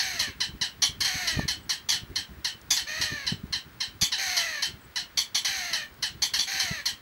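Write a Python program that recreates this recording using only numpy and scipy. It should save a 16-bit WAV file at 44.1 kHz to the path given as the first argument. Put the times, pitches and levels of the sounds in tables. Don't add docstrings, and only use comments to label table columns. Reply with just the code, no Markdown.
import sys
import numpy as np
from scipy import signal
from scipy.fft import next_fast_len
from scipy.io import wavfile

SR = 44100
rng = np.random.default_rng(int(sys.argv[2]) if len(sys.argv) > 2 else 0)


def digitize_waveform(pressure):
    field = np.atleast_2d(pressure).T
    bounded = np.clip(field, -1, 1)
    quanta = np.round(bounded * 32767).astype(np.int16)
    wavfile.write(sys.argv[1], SR, quanta)


N = 309141
TIME = np.arange(N) / SR

# t/s, relative level/dB
BREEZE = [(0.0, -55), (0.35, -51.5), (0.6, -54.5), (1.38, -52.5), (1.73, -55), (2.26, -52.5), (2.49, -58),
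          (3.39, -51.5), (3.7, -59), (5.09, -60.5), (6.14, -57.5), (7.0, -62.5)]


def gain_of(db):
    return 10 ** (np.asarray(db) / 20)


def unit_rms(x):
    return x / np.sqrt(np.mean(x ** 2) + 1e-20)


def curve_at(points, hz):
    f, value = np.transpose(points)
    return np.interp(np.log(hz + 1), np.log(f + 1), value)


def add(mix, s, sound):
    at = round(s * SR)
    sound = sound[max(-at, 0):]
    part = mix[max(at, 0):][:len(sound)]
    part += sound[:len(part)]


def coloured(x, spectrum, tilt_db=0):
    size = next_fast_len(len(x) + 2048)
    hz = abs(np.fft.fftfreq(size, 1 / SR))
    log_gain = np.log(gain_of(curve_at(spectrum, hz) + tilt_db * np.log2(hz / SR + 1e-2)))
    response = np.exp(np.conj(signal.hilbert(log_gain)))
    return np.fft.ifft(np.fft.fft(x, size) * response).real[:len(x)]


def white(count):
    return rng.standard_normal(SR)[:count]


def wobble(count, hz):
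    return unit_rms(signal.sosfilt(signal.butter(2, hz, fs=SR, output="sos"), white(count)))


def syrinx(hz, rough, jitter, jitter_hz, subharmonic, rolloff_hz, rattle, rattle_hz):
    count, rough = len(hz), np.clip(rough, .15, .95)
    phase = 2 * np.pi * np.cumsum(hz * (1 + jitter * rough * wobble(count, jitter_hz))) / SR
    k = np.arange(1, 12)[:, None]
    harmonics = np.cos(k * phase + 2 * np.pi * rng.random(k.shape))
    tone = (harmonics / np.hypot(1, (k * hz / rolloff_hz) ** 2)).sum(0)
    tone *= 1 + subharmonic * rough * np.cos(phase / 2 + wobble(count, jitter_hz))
    rasp = white(count) * (1 + 0.76 * np.cos(phase))
    flutter = np.exp(rattle * rough * wobble(count, rattle_hz))
    return flutter * (np.sqrt(1 - rough ** 2) * unit_rms(tone) + 2 * rough ** 2 * unit_rms(rasp))


def grunts():
    # t/s, length/s, relative level/dB, top f/Hz, end f/Hz, scoop from below/Hz
    calls = [(-0.08, 0.41, -35, 827, 506, 1), (1.044, .42, -34.5, 775, 541.5, -1),
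             (2.864, 0.43, -36.5, 685, 501.4, 114.5), (4.176, 0.46, -32.5, 782.6, 534.6, 0),
             (5.443, .42, -35, 787.6, 561.5, 0.5), (6.468, 0.37, -34, 849, 524.4, 84.5)]
    # f/Hz, level/dB
    throat = [(430, -30), (700, -13), (950, -15.5), (1400, -15.5), (1800, 0), (2300, -5), (3400, -13),
              (4250, 3.5), (5100, -9), (6400, 1), (7050, -21.5), (8500, -19), (9300, -24.5), (12000, -16),
              (15500, -32)]
    scoop_s, attack_s, release_s, fade_db = .07, 0.013, 0.036, -8.5
    out = np.zeros(N)
    for s, length, db, top_hz, end_hz, scoop_hz in calls:
        t = np.arange(0, length, 1 / SR)
        spent = t / length
        hz = top_hz + (end_hz - top_hz) * spent ** 1.5 - scoop_hz * np.exp(-t / scoop_s)
        hz *= 1 + .012 * wobble(len(t), hz=18)
        rough = 0.666 + 0.59 * np.log2(hz / 698)
        gate = np.minimum(t / attack_s, 1) * np.minimum((length - t) / release_s, 1)
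        level = gain_of(db + fade_db * spent ** 2.34) * gate
        buzz = syrinx(hz, rough, jitter=.055, jitter_hz=294, subharmonic=1.1, rolloff_hz=2180,
                      rattle=0.11, rattle_hz=200)
        add(out, s, level * unit_rms(coloured(buzz, throat)))
    return out


def short_notes(calls, throat, attack_s, hold_s, fade_s, drop, drop_s, open_rough, rough_per_opening,
                harsh_start, jitter, rolloff_hz, tilt_db, treble_per_opening_db):
    out, t = np.zeros(N), TIME[:SR // 10]
    pressure = (1 - np.exp(-(t / attack_s) ** 2)) * np.exp(-np.maximum(t - hold_s, 0) / fade_s)
    glide = 1 - drop * (1 - np.exp(-(t / drop_s) ** 2))
    throat_hz, throat_db = np.transpose(throat)
    treble = np.clip(np.log2(throat_hz / 6500), 0, 1)
    for s, db, ring_hz, opening in calls:
        rough = open_rough + rough_per_opening * (opening - 1)
        harsh = rough * (1 + harsh_start * np.exp(-t / .008))
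        buzz = syrinx(ring_hz / 4 * glide, harsh, jitter=jitter, jitter_hz=600, subharmonic=1.,
                      rolloff_hz=rolloff_hz, rattle=.22, rattle_hz=400)
        bill_db = throat_db + treble_per_opening_db * (opening - 1) * treble
        bill = np.transpose([throat_hz * opening, bill_db])
        voice = coloured(buzz * pressure, bill, tilt_db)
        add(out, s - .002, gain_of(db) * unit_rms(voice) * np.sqrt(np.mean(pressure ** 2)))
    return out


def keks():
    # t/s, relative level/dB, fourth harmonic at onset f/Hz, bill opening (1 = wide)
    calls = [(-0.018, -9, 4400, .99), (0.193, -11.5, 4404, 1), (0.404, -12.5, 4400, 0.96),
             (0.6124, -12.3, 4202, 0.97), (1.0053, -11.5, 4640, 1), (1.046, -12.5, 4600, 0.99),
             (1.2728, -12.5, 4350, 0.99), (1.48, -12.5, 4237, .99), (1.694, -12, 4607, 0.99),
             (1.9216, -14, 4140, 0.98), (2.1565, -13.5, 4442, .98), (2.445, -13.5, 4280, .98),
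             (2.7657, -13, 4157, .99), (3.0128, -12.5, 4200, .99), (3.2665, -13.5, 4274, 0.96),
             (3.5256, -14, 4500, 0.96), (3.8037, -14.5, 4403, .96), (4.119, -13, 4240, 0.95),
             (4.3657, -10.5, 4580, 1), (4.6222, -12.3, 4070, 0.99), (4.9584, -14.5, 4050, 0.97),
             (5.4472, -13, 4480, 0.99), (5.7306, -13, 4260, 0.98), (6.025, -13, 4227, 0.98),
             (6.3362, -12, 4415, 0.99), (6.5972, -12.5, 4295, 1), (6.8563, -12, 4500, 1)]
    # f/Hz, level before tilt/dB
    throat = [(450, -19), (750, -12), (1300, -15), (1900, -2), (2450, -16.5), (3100, -4), (3600, -13.5),
              (4250, 3.5), (5000, -7), (5800, -2.5), (6600, -10.5), (7200, -21.5), (12000, -19.5),
              (15500, -43)]
    return short_notes(calls, throat, attack_s=0.0032, hold_s=0.014, fade_s=.023, drop=.31, drop_s=.03,
                       open_rough=0.55, rough_per_opening=2.56, harsh_start=0.8, jitter=0.0934,
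                       rolloff_hz=4650, tilt_db=3.0, treble_per_opening_db=140)


def reflections(x, delay_s, fade_s):
    t = TIME[:SR // 10]
    taps = np.sign(white(len(t))) * (rng.random(len(t)) < 2500 / SR)
    taps *= (t > delay_s) * np.exp(-t / fade_s)
    return signal.oaconvolve(x, taps / np.linalg.norm(taps))[:N]


def bushes(x, build_s):
    # f/Hz, t60/s
    decay_times = [(500, 0.45), (1800, 0.17), (3200, 0.22), (6000, 0.1753), (12000, 0.12)]
    # f/Hz, relative level/dB
    colour = [(500, -19), (1800, -6), (2500, -3.5), (3200, -1), (4300, -14), (6300, -12), (8500, -6),
              (13000, -3.5)]
    count = SR // 2
    taps = white(count) * (rng.random(count) < 3000 / SR)
    hz, t, bands = signal.stft(taps, SR, nperseg=256)
    decay = gain_of(-60 * t / curve_at(decay_times, hz)[:, None]) * (1 - np.exp(-(t / build_s) ** 2))
    decay *= gain_of(curve_at(colour, hz))[:, None] / np.sqrt((decay ** 2).mean(1, keepdims=True))
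    tail = signal.istft(bands * decay, SR, nperseg=256)[1] / np.linalg.norm(taps)
    return signal.fftconvolve(x, tail)[:N]


def leaf_slap(x):
    # f/Hz, relative level/dB
    colour = [(500, -14), (5000, -31.5), (8000, 10.5), (12000, -37), (15000, 4)]
    return coloured(reflections(x, delay_s=0.028, fade_s=0.01), colour)


def small_puffs(per_s, centre_hz, lift_db, spread_db):
    puffs = []
    for when, size, pitch in rng.random((round(per_s * N / SR), 3)):
        s = when * N / SR
        db = np.interp(s, *np.transpose(BREEZE)) + lift_db + spread_db * (2 * size - 1)
        puffs.append((s, db, centre_hz * 2 ** (pitch - .5)))
    return puffs


def wind(rumble_db, lumps_db, wake_db):
    # peak t/s, level/dB, f/Hz
    thumps = [(0.497, -33, 138), (0.617, -34, 143), (0.897, -32.5, 137), (1.154, -32, 116),
              (1.374, -19.5, 115), (1.392, -19, 204), (1.396, -21.5, 700), (1.439, -29, 114),
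              (1.454, -25, 137), (2.034, -36, 113), (3.004, -34, 129), (3.128, -27.5, 133),
              (3.325, -18.5, 174), (3.346, -28, 108), (3.44, -27.5, 174), (3.51, -36, 125),
              (4.027, -24, 135), (4.743, -37, 118), (6.155, -35.5, 128), (6.715, -23.5, 134)]
    # f/Hz, relative level/dB
    rumble = [(20, -37), (55, 7), (110, 1.5), (220, -2), (400, -6.5), (800, -69), (2000, -45)]
    half_width_cycles, wake_s = 0.63, 0.011
    lumps = unit_rms(coloured(rng.standard_normal(N), [(1, 8.0), (14, 10), (40, -42), (100, -57)]))
    eddies = unit_rms(coloured(rng.standard_normal(N), rumble))
    shoves, wake = np.zeros(N), np.zeros(N)
    t = TIME[:SR // 5]
    from_peak = t - .1
    for s, db, hz in thumps + small_puffs(per_s=6, centre_hz=152, lift_db=10, spread_db=1.5):
        swell = gain_of(db) * np.exp(-(from_peak * hz / half_width_cycles) ** 2)
        add(shoves, s - .1, swell * np.cos(2 * np.pi * (hz * from_peak + rng.random())))
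        add(wake, s, gain_of(db + wake_db) * np.exp(-t / wake_s))
    breeze = gain_of(np.interp(TIME, *np.transpose(BREEZE)) + rumble_db + lumps_db * lumps)
    return shoves + eddies * (wake + breeze)


def hush_and_whine(hush_db, whine_db, whine_hz):
    # f/Hz, relative level/dB
    colour = [(30, -1.5), (300, 2), (700, -1), (1700, 3), (2500, -4), (4500, -7.5), (6500, -14),
              (7500, -15.5), (14000, -19), (15600, -9)]
    hush = unit_rms(coloured(rng.standard_normal(N), colour))
    return gain_of(hush_db) * hush + gain_of(whine_db) * np.sin(2 * np.pi * whine_hz * TIME)


def yelps():
    # t/s, relative level/dB, fourth harmonic at onset f/Hz, bill opening (1 = wide)
    calls = [(0.8202, -16.5, 4795, 0.9), (1.8876, -19.5, 4806, 0.94), (2.7047, -17.5, 4817, 0.98),
             (4.0125, -18, 4827, 0.96), (5.1726, -19, 4607, 0.94), (5.3462, -20, 4720, 0.915),
             (6.2194, -19.5, 4503, 0.94), (6.3885, -21, 4770, 0.93)]
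    # f/Hz, level before tilt/dB
    throat = [(150, -42), (300, -12.5), (500, -37), (850, -8.5), (1400, -20.5), (2100, -7.5), (2950, -16),
              (3600, -1.5), (4050, -11), (4750, 4), (5500, -12.5), (6450, 0.5), (7500, -16), (9500, -26.5),
              (11500, -14.5), (15500, -30)]
    return short_notes(calls, throat, attack_s=0.0042, hold_s=0.02, fade_s=0.017, drop=.26, drop_s=.046,
                       open_rough=0.758, rough_per_opening=0.57, harsh_start=.4, jitter=0.0685,
                       rolloff_hz=7160, tilt_db=1.7, treble_per_opening_db=50)


def chirps():
    # t/s, level/dB, start f/Hz, end f/Hz, length/s
    calls = [(1.587, -62, 8340, 7650, 0.034), (4.805, -59.5, 8850, 7160, 0.024)]
    out = np.zeros(N)
    for s, db, from_hz, to_hz, length in calls:
        hz = np.linspace(from_hz, to_hz, int(length * SR))
        add(out, s, gain_of(db) * np.hanning(len(hz)) * np.sin(2 * np.pi * np.cumsum(hz) / SR))
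    return out


def ticks(fade_s):
    # t/s, level/dB
    snaps = [(2.615, -44), (3.468, -52), (5.942, -53), (5.989, -57)]
    # f/Hz, relative level/dB
    colour = [(1000, -25), (4000, -3), (6000, -2), (9000, -11), (15000, -16)]
    out, t = np.zeros(N), TIME[:SR // 50]
    for s, db in snaps:
        add(out, s, gain_of(db) * unit_rms(coloured(white(len(t)), colour)) * np.exp(-t / fade_s))
    return out


def scene():
    birds = gain_of(-11.5) * keks() + gain_of(-2) * yelps() + gain_of(2.5) * grunts() + chirps()
    echoes = gain_of(-11.5) * reflections(birds, delay_s=0.0022, fade_s=0.017)
    echoes += gain_of(-5.0) * leaf_slap(birds)
    echoes += gain_of(1.5) * bushes(birds, build_s=0.012)
    mono = birds + echoes + ticks(fade_s=.002)
    mono += hush_and_whine(hush_db=-54, whine_db=-58.0, whine_hz=15613)
    mono += wind(rumble_db=1.06, lumps_db=5.0, wake_db=-11.0)
    return np.array([mono, mono])


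def record(dry):
    low_pass = signal.firwin(801, 15800, window=("kaiser", 9), fs=SR)
    return signal.oaconvolve(dry, low_pass[None], "same", axes=1)


dry = scene()
out = record(dry)
digitize_waveform(out)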